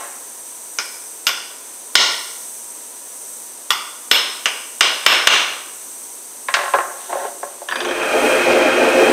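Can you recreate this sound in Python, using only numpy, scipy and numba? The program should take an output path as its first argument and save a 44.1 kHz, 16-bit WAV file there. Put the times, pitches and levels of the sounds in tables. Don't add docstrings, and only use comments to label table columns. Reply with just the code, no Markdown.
import sys
import numpy as np
from scipy import signal
from scipy.fft import rfft, irfft, next_fast_len
from scipy.io import wavfile
from scipy.ndimage import map_coordinates
from numba import njit

SR = 44100
rng = np.random.default_rng(int(sys.argv[2]) if len(sys.argv) > 2 else 0)


def how_loud(loudness_db):
    steps = np.asarray(loudness_db, float) / 20
    return 10 ** steps


def waveform_to_disk(signal):
    frames = np.transpose(np.atleast_2d(signal))
    scaled = np.clip(frames, -1, 1) * 32767
    samples = np.round(scaled).astype(np.int16)
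    wavfile.write(sys.argv[1], SR, samples)


N = 402191
T = np.arange(N) / SR

# start_s, blow_db, fence_bending_db, punch_ring_db, hammer_ring_db
TAPS = [
    (0.7864, -18, 9.5, 12.5, -15),
    (1.268, 0, -6.5, -1.5, -2.5),
    (1.9535, 12, -2.5, -0.5, -23),
    (3.705, -0.5, -4, -4.5, -3),
    (4.113, 9.5, -3.5, -7, -9),
    (4.457, -6, 4, -1, -33),
    (4.808, 9, -1, -4.5, -35),
    (5.063, 12, 1, -7, -9),
    (5.272, 15.5, -2, -11, -28),
]
REBOUNDS = [
    (.797, -35, 3, 0, -30),
    (1.291, -10.5, 1.5, -15, -30),
]
# lower_hz, upper_hz, width_hz
SEAT_TONES = [(2380, 5400, 170), (2930, 3520, 140), (1500, 5000, 300), (1190, 3440, 140), (2950, 5230, 220),
              (2920, 6250, 260), (2280, 2970, 300), (2980, 5450, 220), (3050, 5900, 450)]
# lower_db, upper_db
SEAT_LEVELS = [(8.5, 1), (-14, -1), (-9, -2.5), (-3.5, 1), (-11, -9), (3, -16), (-29, -6), (-3, -8),
               (-3.5, -12)]
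# pitch_hz, width_hz, level_db
FENCE_BENDING = [(401, 390, -8.5), (763, 680, -6.5), (1068, 297, -2), (1444, 430, -2.5)]
# pitch_hz, width_hz, level_db
FENCE_EDGE = [(1874, 257, 4), (2308, 200, 1.5)]
# pitch_hz, width_hz, level_db
FENCE_KNOCK = [(2842, 177, 2), (3500, 710, -0.5), (4285, 660, -8.5), (8050, 800, -6), (9200, 2500, -14)]
# pitch_hz, width_hz, level_db
PUNCH_RING = [(4940, 150, -1.5), (5256, 240, -3.5), (5540, 370, -6), (6220, 200, -4.5), (7100, 200, -12)]
# pitch_hz, width_hz, level_db
PUNCH_BENDING = [(1400, 90, 1), (4190, 200, -6), (4930, 90, -4), (6255, 90, -6), (8550, 80, -11),
                 (11150, 250, -11)]
# pitch_hz, width_hz, level_db
HAMMER_RING = [(10100, 200, -24), (13017, 9, 3), (13790, 42, -22)]
PUNCH_BENDING_DB, FENCE_EDGE_DB = -4, -2
PUNCH_CHATTER_S = 0.03
NEAR_HZ = 756

# start_s, blow_db, hardness_khz, thud_db
KNOCKS = [(6.485, -6, 1.8, -9.5), (6.54, 2, 5, -15), (6.737, 0.5, 0.57, -3), (6.748, -11, .74, 4),
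          (6.774, -34, 0.9, 2), (6.786, -5.5, 0.84, -1.5), (6.804, -12.5, 0.8, -13), (7.128, -13, 1.2, 3),
          (7.153, -18.5, .65, 10.5), (7.25, -22.5, 0.4, 11.5), (7.43, -16, 0.46, 4), (7.617, -34, 1, 15)]
# blow_db, hardness_khz, thud_db
EARLIER_KNOCK = (-2.7, 2.5, -2.5)
EARLIER_BY_S = 1 / 12
# pitch_hz, width_hz, level_db
TABLE_KNOCK = [(1062, 41, 7), (1373, 71, 3.5), (1532, 42, 5.5), (1650, 104, 4.5), (1914, 290, 2.5),
               (2790, 720, -0.5), (3820, 800, 1.5), (5650, 3800, 2), (7800, 7500, -1.5)]
# pitch_hz, width_hz, level_db
TABLE_THUD = [(369, 54, -2.5), (566.6, 38, 8), (703, 65, 8), (900, 97, 6.5)]
ROCK_S, ROCK_GAP_S = 6.568, 0.0222
ROCK_DB, ROCK_LOSS_DB = -8, 1.5
ROCK_HARDNESS_KHZ, ROCK_THUD_DB = 1.2, -3
CONTACT_S, CONTACT_GROWS, SHORTEST_S = 0.058, 0.36, 0.022
TABLE_ROOM_DB = -6
# attack_s, hold_s, release_s
DRAG = (.015, .175, .09)
# start_s, attack_s, hold_s, release_s
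BRUSH = (6.82, .2, .25, .15)
DRAG_S, DRAG_DB, BRUSH_DB = 7.082, -25.5, -41.5

# start_s, blow_db, low_db
RATTLE = [
    (7.6871, -11, 5),
    (7.712, -14, 8),
    (7.7219, -18, 18),
    (7.7567, -10.5, 7.5),
    (7.8047, -6.5, 0.5),
    (7.8493, -10, 4),
    (7.888, -12, 4.5),
    (7.911, -12.5, 5),
    (8.03, -18, 11),
    (9.097, -16, 5),
]
# pitch_hz, width_hz, level_db
GUARD_LOW = [(695, 176, -9), (1050, 106, -2.5), (1704, 170, 1.5)]
# pitch_hz, width_hz, level_db
GUARD = [(3090, 550, 5), (3650, 480, 4), (5800, 690, -5), (6800, 420, -12)]
# attack_s, hold_s, release_s
SQUEAL = (.03, .12, .04)
# pitch_hz, level_db
BELT = [(4760, -0.5), (10950, -5)]
SQUEAL_S, SQUEAL_DB = 7.69, -36
# pitch_hz, width_hz, level_db
CASTING = [(244.2, 13.3, -8.5), (295, 20, -9), (353.4, 13.4, -0.5), (443.7, 14.5, -1), (527, 8.4, 3),
           (615, 29, -4), (689, 43, -9.5), (824, 56, -12)]
# pitch_hz, width_hz, level_db
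COVER = [(990, 550, -13.5), (1252, 42, -6), (1390, 99, -11), (1567, 12, -4.5), (1623, 14, -6.5),
         (1857, 79, -9.5), (2040, 160, -16.5)]
# pitch_hz, width_hz, level_db
BEARING = [(2215, 98, -9.5), (2426, 31, 1), (2549, 52, -1), (2880, 170, -14), (3180, 41, -6),
           (3600, 400, -26), (4130, 85, -19), (4580, 140, -34), (6200, 1200, -24)]
CASTING_DB, COVER_DB, BEARING_DB = -12.5, -18, -19.5
COVER_EARLY, BEARING_EARLY = 1, 0.93
# middle_s, level_db
SHUDDERS = [
    (8.25, 1),
    (8.515, 5.5),
    (8.62, 0),
    (8.85, 2),
    (9.015, 5),
    (9.11, 3.5),
]
SHUDDER_S = 0.028
# pitch_hz, level_db (per Hz)
RUMBLE = [(25, -18), (60, -15.5), (200, -5.5), (300, -19)]
FADE_S, FADE_LENGTH_S = 7.67, 0.64

# pitch_hz, level_db (per Hz)
DRIVE = [(2940, -55), (5000, -28), (5950, -3.5), (7160, -10), (7510, -5), (8040, -2.5), (8280, 5),
         (8600, -1.5), (9480, -2.5), (10300, -5), (11100, -10), (12000, -5), (13300, -13), (14400, -2.5),
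         (15900, -16)]
# pitch_hz, level_db (rms)
WHINE = [(963.6, -60), (3661, -68), (6132, -58), (6783, -61), (7564, -59), (7854, -57), (8043, -57),
         (8161, -55), (8280, -50), (8403, -55), (8581, -55), (8764, -56), (8882, -53), (8942, -51),
         (9060, -55), (9679, -58), (9895, -58), (11617, -63), (12516, -65), (12715, -64), (13264, -66),
         (13921, -67)]
# pitch_hz, level_db (per Hz)
AIR = [(15, -58), (25, -29), (209, -12.5), (228, -5), (267, -6.5), (466, -2.5), (521, -4), (596, -4.5),
       (871, -7), (996, -1.5), (1090, -9), (2430, -14), (5200, -13.5), (6760, -39), (11400, -120)]
DRIVE_DB, AIR_DB, FRAME_HZ = -30, -42.5, 60
# pitch_hz, decay_s
SHOP = [(200, 0.72), (1000, 0.8), (3000, 0.65), (6000, 0.76), (12000, 0.12)]
# pitch_hz, level_db
MIC = [(30, -3.5), (120, -11), (215, -7.5), (240, -2.5), (7000, -1), (12000, -4.5), (15700, -11),
       (16000, -41)]


def taps():
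    out = np.zeros(N)
    rows = zip(TAPS + REBOUNDS, 2 * SEAT_TONES, 2 * SEAT_LEVELS)
    for (start, db, low_db, punch_db, head_db), (lower, upper, width), (lower_db, upper_db) in rows:
        wood = struck(FENCE_KNOCK, t60=0.028, hardness=7.8)
        wood += how_loud(low_db) * struck(FENCE_BENDING, t60=0.03, hardness=8.9)
        wood += how_loud(low_db + FENCE_EDGE_DB) * struck(FENCE_EDGE, t60=0.011, hardness=4.4)
        steel = how_loud(head_db - 3.5) * struck(HAMMER_RING, t60=0.004, hardness=19.0)
        steel -= how_loud(punch_db - 2.0) * struck(PUNCH_RING, t60=PUNCH_CHATTER_S, hardness=14)
        steel += how_loud(punch_db + PUNCH_BENDING_DB) * struck(PUNCH_BENDING, t60=0.004, hardness=4.7)
        seat = how_loud(lower_db) * struck([(lower, width, 0)], t60=0.0068, hardness=11.2)
        seat += how_loud(upper_db) * struck([(upper, width, 0)], t60=0.0068, hardness=11.2)
        direct, spread = how_loud(db) * (wood + steel + seat)
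        direct = filtered(direct, lambda hz: (1j * hz / (1j * hz + NEAR_HZ)) ** 2)
        add(out, start, np.array([direct, spread]), room_db=-4.0)
    return out


def table():
    out = np.zeros(N)
    rocks = [(ROCK_S + k * ROCK_GAP_S, ROCK_DB - k * ROCK_LOSS_DB, ROCK_HARDNESS_KHZ, ROCK_THUD_DB)
             for k in range(6)]
    for start, db, hardness, thud_db in [(-EARLIER_BY_S, *EARLIER_KNOCK), *KNOCKS, *rocks]:
        contact = max(CONTACT_S * how_loud(CONTACT_GROWS * db), SHORTEST_S)
        blow = struck(TABLE_KNOCK, contact, hardness)
        blow -= how_loud(thud_db) * struck(TABLE_THUD, contact, hardness)
        add(out, start, how_loud(db + 1.0) * blow, TABLE_ROOM_DB)
    drag_body = [(hz, width, db - hz / 110) for hz, width, db in TABLE_THUD + TABLE_KNOCK]
    out += gains(DRAG_S, *DRAG, DRAG_DB) * shaken(drag_body, lumps_db=-1.0, rate=50)
    out += gains(*BRUSH, BRUSH_DB) * shaken(TABLE_KNOCK[:7], lumps_db=0.0, rate=15)
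    return out


def drill():
    return drill_hum() + guard_rattle() + belt_squeal()


def drill_hum():
    share = fade()
    surge_db = sum(db * np.exp(-0.5 * ((T - middle) / SHUDDER_S) ** 2) for middle, db in SHUDDERS)
    casting = how_loud(CASTING_DB + surge_db) * share
    cover = how_loud(COVER_DB) * share ** COVER_EARLY
    bearing = how_loud(BEARING_DB) * share ** BEARING_EARLY
    out = casting * shaken(CASTING, lumps_db=2.5, rate=45)
    out += cover * shaken(COVER, lumps_db=0.0, rate=44)
    out += bearing * shaken(BEARING, lumps_db=1.0, rate=70)
    out += how_loud(-12.5) * casting * noise(RUMBLE)
    return filtered(out, lambda hz: 1 / (1 + (hz / 7000) ** 4))


def guard_rattle():
    out = np.zeros(N)
    for start, db, low_db in RATTLE:
        blow = struck(GUARD, t60=0.066, hardness=28)
        blow += how_loud(low_db) * struck(GUARD_LOW, t60=0.072, hardness=2.8)
        add(out, start, how_loud(db - 5.0) * blow, room_db=-9)
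    return out


def belt_squeal():
    squeal = np.zeros(N)
    for hz, db in BELT:
        squeal += how_loud(db + 1.5 * wobble(60)) * np.sin(2 * np.pi * hz * T + 0.43 * wobble(80))
    return gains(SQUEAL_S, *SQUEAL, SQUEAL_DB) * squeal


def camera():
    throb = 1 + 0.1 * np.sin(2 * np.pi * 2 * FRAME_HZ * T) + 0.043 * np.sin(2 * np.pi * FRAME_HZ * T)
    out = how_loud(DRIVE_DB - 1.02 + 1.3 * wobble(3.63)) * throb * noise(DRIVE)
    for hz, db in WHINE:
        out += how_loud(db + 5 + 2.5 * wobble(8)) * np.sin(2 * np.pi * hz * T + 0.7 * wobble(12))
    return out


def room_air():
    return how_loud(AIR_DB + 0.13 * wobble(4.68)) * noise(AIR)


def struck(body, t60, hardness):
    t = T[:SR // 2]
    decay = how_loud(-60 * t / max(t60, 1 / 200))
    chatter = decay * (1 - np.exp(-t / 0.000045)) * rng.standard_normal(len(t))
    chatter[:2] += 5
    click = 1.0 * (t == 0)

    def soft(hz):
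        return (1j * hz / (1j * hz + 300)) ** 2 / (1 + 1j * hz / (1000 * hardness)) ** 3

    rows = np.array([resonant(filtered(force, soft), body) for force in (chatter, click)])
    return 7 * rows / np.linalg.norm(rows, axis=1)[:, None]


def shaken(body, lumps_db, rate):
    return unit(resonant(rng.standard_normal(N) * how_loud(lumps_db * wobble(rate)), body))


def resonant(force, body):
    def response(f):
        total = 0
        for k, (hz, width, db) in enumerate(body):
            total = total + (-1) ** k * how_loud(db) * 1j * f * width / (hz * hz - f * f + 1j * f * width)
        return total

    return filtered(force, response)


def add(out, start, blow, room_db):
    hz, t, z = signal.stft(rng.standard_normal(SR), SR, nperseg=256)
    z = z * how_loud(-60 * t / along(SHOP, hz)[:, None])
    tail = signal.istft(z, SR, nperseg=256)[1][:SR]
    t = T[:len(tail)]
    tail *= (1 - np.exp(-t / 0.0067)) * (1 + 3.53 * np.exp(-t / 0.011))
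    direct, spread = blow
    sound = how_loud(room_db) * signal.fftconvolve(spread, tail / np.linalg.norm(tail))
    sound[:len(direct)] += direct
    i = round(start * SR)
    sound = sound[max(-i, 0):][:N - max(i, 0)]
    out[max(i, 0):][:len(sound)] += sound


def noise(spectrum):
    return unit(filtered(rng.standard_normal(N), lambda hz: how_loud(along(spectrum, hz))))


def gains(start, attack, hold, release, db):
    corners = start + np.cumsum([0, attack, hold, release])
    return how_loud(np.interp(T, corners, db - np.array([30, 0, 0, 30]), -120, -120))


def wobble(rate):
    return map_coordinates(rng.standard_normal(int(N * rate / SR) + 4), [T * rate])


def filtered(x, response):
    m = next_fast_len(len(x) + SR // 2)
    return irfft(rfft(x, m) * response(np.fft.rfftfreq(m, 1 / SR)), m)[:len(x)]


def along(points, hz):
    f, v = np.transpose(points)
    return np.interp(np.log(hz + 1), np.log(f + 1), v)


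def unit(x):
    return x / np.sqrt(np.mean(x ** 2) + 1e-20)


def fade():
    return np.clip((T - FADE_S) / FADE_LENGTH_S, 0, 1)


def scene():
    events = np.tile(taps() + table() + drill(), (2, 1))
    background = room_air() + camera()
    return events + background * np.hypot(fade(), 1 - fade())


@njit
def follower(size, rise, fall):
    out, level = np.empty_like(size), 0.0
    for i in range(len(size)):
        level += (size[i] - level) * (rise if size[i] > level else fall)
        out[i] = level
    return out


def band_limit(x):
    return signal.sosfilt(signal.butter(12, 16070, fs=SR, output="sos"), x)


def record(dry):
    level = follower(np.abs(dry[0]), 1 / (0.00067 * SR), 1 / (0.026 * SR))
    late = np.pad(level, (round(0.004 * SR), 0))[:N]
    duck = 1 / np.maximum(1, late / how_loud(-0.5))
    x = dry[0] * duck
    cut = x / (1 + np.abs(x) ** 4) ** (1 / 4) - x
    x = 0.94 * (x + filtered(cut, lambda hz: (1j * hz / (1j * hz + 200)) ** 2))
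    x += how_loud(-29) * late * duck * noise(RUMBLE)
    x = np.clip(filtered(x, lambda hz: how_loud(along(MIC, hz))), -1, 1)
    x = filtered(x, lambda hz: hz < 16100)
    mix = np.tile(x, (2, 1))
    return band_limit(mix)


dry = scene()
out = record(dry)
waveform_to_disk(out)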